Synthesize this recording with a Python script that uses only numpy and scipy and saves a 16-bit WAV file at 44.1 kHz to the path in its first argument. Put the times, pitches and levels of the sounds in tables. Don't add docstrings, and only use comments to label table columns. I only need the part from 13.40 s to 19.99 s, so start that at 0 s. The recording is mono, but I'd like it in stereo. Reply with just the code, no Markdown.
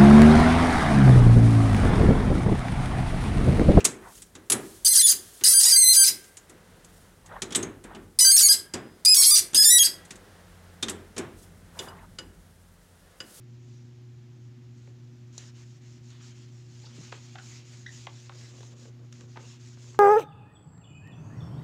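import sys
import numpy as np
from scipy import signal
from scipy.fft import rfft, irfft, next_fast_len
from scipy.io import wavfile
from scipy.ndimage import uniform_filter1d, map_coordinates

SR = 44100
rng = np.random.default_rng(int(sys.argv[2]) if len(sys.argv) > 2 else 0)


def master_out(mix):
    frames = np.transpose(np.atleast_2d(mix))
    ceiling = np.clip(frames, -1, 1)
    pcm = np.round(ceiling * 32767).astype(np.int16)
    wavfile.write(sys.argv[1], SR, pcm)


N = 290663


def amp(db):
    return 10 ** (np.asarray(db) / 20)


def unit(x):
    return x / np.sqrt(np.mean(x ** 2) + 1e-20)


def along(points, hz):
    point_hz, value = np.transpose(points)
    return np.interp(np.log(hz + 1), np.log(point_hz + 1), value)


def wobble(knots_per_s):
    knots = rng.standard_normal(int(N * knots_per_s / SR) + 4)
    return map_coordinates(knots, [np.arange(N) * knots_per_s / SR])


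def filtered(x, response):
    size = next_fast_len(len(x) + SR // 2)
    hz = np.fft.rfftfreq(size, 1 / SR)
    return irfft(rfft(x, size) * response(hz), size)[:len(x)]


def coloured(x, spectrum):
    return unit(filtered(x, lambda hz: amp(along(spectrum, hz))))


def resonance(hz, centre_hz, width_hz):
    damping = 1j * hz * width_hz
    return damping / (centre_hz ** 2 - hz ** 2 + damping)


def impulse(spectrum, size=2048):
    log_gain = np.log(amp(along(spectrum, np.fft.rfftfreq(size, 1 / SR))))
    cepstrum = irfft(log_gain)
    cepstrum[1:size // 2] *= 2
    cepstrum[size // 2 + 1:] = 0
    return irfft(np.exp(rfft(cepstrum)))


def add(track, time_s, peak_db, sound):
    part = track[max(round(time_s * SR), 0):][:len(sound)]
    part += amp(peak_db) * sound[:len(part)] / np.abs(sound).max()


def friction(slips_per_s, spread_db, smooth):
    slipping = rng.random(N) < slips_per_s / SR
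    slips = slipping * rng.standard_normal(N) * amp(spread_db * rng.standard_normal(N))
    return unit(slips) + smooth * rng.standard_normal(N)


def patchy(x, depth_db):
    bins = signal.stft(x, nperseg=512)[2]
    field = uniform_filter1d(rng.standard_normal(bins.shape), size=6, axis=0)
    field = uniform_filter1d(field, size=10, axis=1)
    return signal.istft(bins * amp(depth_db * unit(field)), nperseg=512)[1][:N]


def sweep(start_s, length_s, law):
    u = np.clip((np.arange(N) / SR - start_s) / length_s, 0, 1)
    return (4 * u * (1 - u)) ** law


SPEED_LAW = 0.76
PRESS_LAW = 0.32
# (start [s], length [s], relative hiss [dB], relative board rub [dB])
STROKES = [(1.925, 0.077, -59.5, -70.5), (1.976, .135, -55, -56), (2.142, 0.1, -57.5, -58.5),
           (2.222, 0.17, -65.5, -74), (2.408, .19, -63.5, -64), (2.618, .13, -62.5, -78),
           (2.691, 0.13, -65, -56.5), (2.802, 0.13, -55.5, -57.5), (2.926, .18, -62, -63.5),
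           (3.095, 0.21, -65.5, -71.5), (3.282, 0.24, -58.5, -64.5), (3.49, 0.3, -54, -55),
           (3.742, 0.26, -57, -60.5), (3.976, 0.26, -51.5, -56), (4.223, 0.25, -55.5, -61),
           (4.455, .23, -52, -59), (4.68, 0.23, -56.5, -60.5), (4.901, .26, -54, -59.5),
           (5.136, 0.21, -55, -62.5), (5.353, .15, -58, -64.5), (5.716, 0.15, -63, -64),
           (5.876, 0.12, -64.5, -64.5), (5.987, .2, -55.5, -56.5), (6.186, 0.18, -57, -62.5),
           (6.359, 0.22, -56, -65)]
# (start [s], length [s], relative level [dB])
DRAGS = [(3.4, .25, -67), (4.0, .88, -73.5), (4.9, 0.63, -63.5), (5.591, .07, -64), (5.789, 0.113, -63.5),
         (5.949, 0.14, -61), (6.425, 0.18, -65.5)]
# (time [s], level [dB])
HISS_AND_RUSTLES = [(0, -76.5), (.2, -72), (.33, -65.5), (.45, -71.5), (.6, -74.5), (1.32, -75),
                    (1.42, -67.5), (1.52, -73.5)]
# (frequency [Hz], relative level [dB])
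TISSUE = [(1500, -11.5), (3000, -7.5), (4500, -3.5), (6000, -1), (7000, 0.5), (7600, -6.5), (8500, -17.5),
          (10000, -24), (12000, -35.5), (15000, -31)]
# (frequency [Hz], relative level [dB])
RUB = [(400, -14), (900, -3), (1400, 0), (1900, 3.5), (3000, 3.5), (4500, -2), (7000, -71), (10000, -37)]
# (frequency [Hz], relative level [dB])
HEEL = [(150, -15), (300, -8.5), (500, -5), (800, -20.5), (1200, -14.5), (2000, -57), (4000, -55)]


def wiping():
    hiss = sum(amp(db) * sweep(s, length, SPEED_LAW) for s, length, db, _ in STROKES)
    rub = sum(amp(db) * sweep(s, length, PRESS_LAW) for s, length, _, db in STROKES)
    drag = sum(amp(db) * sweep(s, length, PRESS_LAW) for s, length, db in DRAGS)
    point_s, point_db = np.transpose(HISS_AND_RUSTLES)
    hiss_and_rustles = amp(np.interp(np.arange(N) / SR, point_s, point_db))
    grip = amp(0.79 * wobble(45))

    fibres = coloured(patchy(friction(slips_per_s=4000, spread_db=1.5, smooth=1.16), depth_db=1.7), TISSUE)
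    sheen = filtered(fibres, lambda hz: 1 / (1 + (8000 / (hz + 1)) ** 8))
    fibres = fibres + sheen * (0.51 * hiss / hiss.max() - 0.25)
    surface = coloured(patchy(friction(slips_per_s=2500, spread_db=3.5, smooth=1.56), depth_db=3.0), RUB)
    heel = coloured(friction(slips_per_s=500, spread_db=5.5, smooth=1.0), HEEL)

    bright = (amp(-2.5) * hiss + hiss_and_rustles) * fibres
    board = amp(-4.5) * rub * surface
    return grip * (bright + board + amp(0.5) * drag * heel)


CLACK_RATIO = 2.58
CHATTER_GAP_S, CHATTER_DB, CHATTER_RATIO = 0.003, -4.5, 1.3
CHATTER_GROWS_DB = 2
# (time [s], level [dB], centre [Hz], frame clack re panel [dB], chatter before blow [s])
KNOCKS = [(1.472, -54, 760, 1, 0), (3.7233, -31, 1180, -8.5, 0.0042), (3.9541, -41, 1250, 0.5, 0),
          (3.984, -40.5, 1220, -5, 0.0028), (4.6672, -30, 978, -1.5, 0.00095),
          (4.8928, -35.5, 997.7, -5.5, 0.0015), (4.92, -48, 1450, -20.5, 0.0038),
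          (5.181, -52, 600, -8, 0.0038), (5.204, -51.5, 600, 0, 0), (5.228, -46.5, 900, -8, 0),
          (5.453, -50, 850, -10, 0.0011), (5.7234, -51, 1200, 2.5, 0), (5.807, -52.5, 1100, 4.5, 0.0015),
          (5.9704, -38, 720, -5, .009), (6.37, -52, 1050, -9, 0.0011), (6.44, -53, 1000, -8, 0),
          (6.543, -46.5, 910, -16, 0.0013)]


def contacts():
    for s, db, centre_hz, clack_db, chatter_s in KNOCKS:
        yield s, db, centre_hz
        yield s, db + clack_db, centre_hz * CLACK_RATIO
        for k in range(round(chatter_s / CHATTER_GAP_S)):
            early, colour = rng.standard_normal(2)
            graze_s = s - CHATTER_GAP_S * (k + 1 + 0.12 * early)
            graze_db = db + CHATTER_DB - k * CHATTER_GROWS_DB
            graze_hz = centre_hz * CHATTER_RATIO * np.exp(0.21 * colour)
            yield graze_s, graze_db, graze_hz


# (centre [Hz], width [Hz], relative level [dB])
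BOARD = [(460, 82, 12), (551.4, 12, 18.5), (773, 38, 3.5), (885, 120, -11), (1230, 83, -1), (1440, 91, -4),
         (1575, 98, 9), (2050, 70, 13), (2640, 60, -15)]


def knocks():
    track, t = np.zeros(N), np.arange(SR // 5) / SR

    def body(hz):
        return 1 + sum(amp(db - 11.0) * resonance(hz, centre, width) for centre, width, db in BOARD)

    def travel(hz):
        return np.exp(-1j * np.pi / 2 * np.sqrt(hz))

    for s, db, centre_hz in contacts():
        rattle = 0.12 * amp(-60 * t / 0.025) * rng.standard_normal(len(t))
        blow = (t == 0) + rattle

        def contact(hz):
            return resonance(hz, centre_hz, 0.5 * centre_hz) / (1 + (hz / 5500) ** 4)

        add(track, s, db + 0.07, filtered(blow, lambda hz: contact(hz) * body(hz) * travel(hz)))
    return track


# (time [s], peak [dB], centre [Hz])
THUMPS = [(1.477, -55, 447), (3.581, -43.5, 330), (3.59, -40.5, 163), (3.61, -45.5, 192),
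          (3.725, -37.5, 470), (5.205, -47, 423), (5.454, -48.5, 460), (5.792, -53, 219), (5.972, -43, 443)]


def thumps():
    track, t = np.zeros(N), np.arange(SR // 5) / SR
    for s, db, centre_hz in THUMPS:
        push = (t == 0) + 0.044 * rng.standard_normal(len(t)) * amp(-60 * t / 0.103)
        add(track, s, db, filtered(push, lambda hz: resonance(hz, centre_hz, 0.37 * centre_hz) ** 2))
    return track


# (time [s], level [dB])
TICKS = [(1.9796, -29), (2.704, -46.5), (5.207, -48), (5.23, -50), (5.726, -42.5), (5.809, -42.5),
         (6.2145, -53)]
# (frequency [Hz], relative level [dB])
TICK = [(300, -7), (1500, -14), (3000, -19), (3900, 7.5), (4700, -8), (5600, 4), (7000, 5), (8300, -15.5),
        (11000, -21), (15000, -48)]


def ticks():
    track, t = np.zeros(N), np.arange(SR // 20) / SR
    for s, db in TICKS:
        scratch = 0.17 * amp(-60 * t / 0.023) * rng.standard_normal(len(t))
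        contact = (t == 0) + scratch
        contact[round(0.0025 * SR)] += 0.35
        click = signal.fftconvolve(contact, impulse(TICK))[:len(t)]
        ring = amp(-41.0 - 60 * t / 0.14) * np.sin(2 * np.pi * 4000 * t)
        add(track, s, db + 0.5, click / np.abs(click).max() + ring)
    return track


# (time [s], length [s], nominal pitch [Hz], peak [dB], roughness [0-1])
SQUEAKS = [(3.43, 0.013, 4840, -54, 0), (3.433, 0.019, 874, -53, 0.03), (3.447, 0.03, 4940, -48.5, 0.15),
           (3.462, 0.0166, 1243, -54, 0.17), (3.95, 0.0159, 790, -40, 0.1),
           (3.9847, 0.0076, 1550, -38.5, 0.1), (4.46, 0.013, 1932, -33.5, 0),
           (5.956, 0.0109, 850, -42.5, .12)]


def squeaks():
    track = np.zeros(N)
    for s, length_s, nominal_hz, db, rough in SQUEAKS:
        u = np.linspace(0, 1, round(length_s * SR))
        glide = 1.04 - 0.46 * (1 - u) ** 3
        pitch_hz = nominal_hz * (glide + rough * wobble(2465)[:len(u)])
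        phase = 2 * np.pi * np.cumsum(pitch_hz) / SR
        harmonics = [k for k in range(1, 4) if k * nominal_hz < SR / 6]
        tone = sum(k ** -1.4 * np.sin(k * phase) for k in harmonics)
        add(track, s, db, tone * np.sin(np.pi * u) ** 2)
    return track


# (frequency [Hz], t60 [s])
ROOM = [(200, 0.35), (1500, 0.22), (7000, 0.22)]


def room(x):
    hz, t, bins = signal.stft(rng.standard_normal(SR // 2), SR, nperseg=256)
    decay = amp(-60 * t / along(ROOM, hz)[:, None])
    tail = signal.istft(bins * decay, SR, nperseg=256)[1]
    tail = np.pad(tail / np.linalg.norm(tail), (round(0.005 * SR), 0))
    tail[round(0.027 * SR)] += 0.3
    return signal.fftconvolve(x, tail)[:N]


HUM_HZ = 120.41
# (multiple of HUM_HZ, mean level [dB rms])
HUM = [(1, -48), (2, -66), (3, -64), (5, -88.5)]
# (centre [Hz], relative width [Hz], relative level [dB])
DRONE = [(87, 31, -3.5), (115.4, 7, 6), (138.2, 26.7, 2.5), (219, 16, -4), (238, 17, 2.5), (276, 18, -4.5),
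         (314, 19, -6), (366, 40, -12), (475, 48, -20)]
# (frequency [Hz], relative level [dB])
AIR = [(240, -66), (400, -48), (466, -5), (560, -5), (673, -4.5), (1070, -7.5), (1850, -7), (2430, -8.5),
       (2710, -8.5), (5910, -14), (9070, -29), (15500, -30)]


def background():
    phase = 2 * np.pi * HUM_HZ * np.arange(N) / SR + 0.011 * wobble(2.2)
    hum = np.zeros(N)
    for k, db in HUM:
        level = amp(db + 0.11 * wobble(2.9)) * np.sqrt(2)
        hum += level * np.sin(k * phase + rng.uniform(0, 2 * np.pi))

    def modes(hz):
        power = sum(amp(2 * db) * np.abs(resonance(hz, c, 1.5 * w)) ** 4 for c, w, db in DRONE)
        return np.sqrt(power)

    drone = amp(-56.5) * unit(filtered(rng.standard_normal(N), modes))
    air = amp(-68.5) * coloured(rng.standard_normal(N), AIR)
    return hum + drone + air


def scene():
    rub, knock, tick, squeak = wiping(), knocks() + thumps(), ticks(), squeaks()
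    direct = rub + knock + tick + squeak
    echoes = amp(-15.0) * room(rub) + amp(-8.5) * room(knock)
    echoes += amp(-9) * room(tick) + amp(-3.5) * room(squeak)
    return np.tile(direct + echoes + background(), (2, 1))


TOP_HZ = 15600


def record(dry):
    return np.array([filtered(channel, lambda hz: hz < TOP_HZ) for channel in dry])


dry = scene()
out = record(dry)
master_out(out)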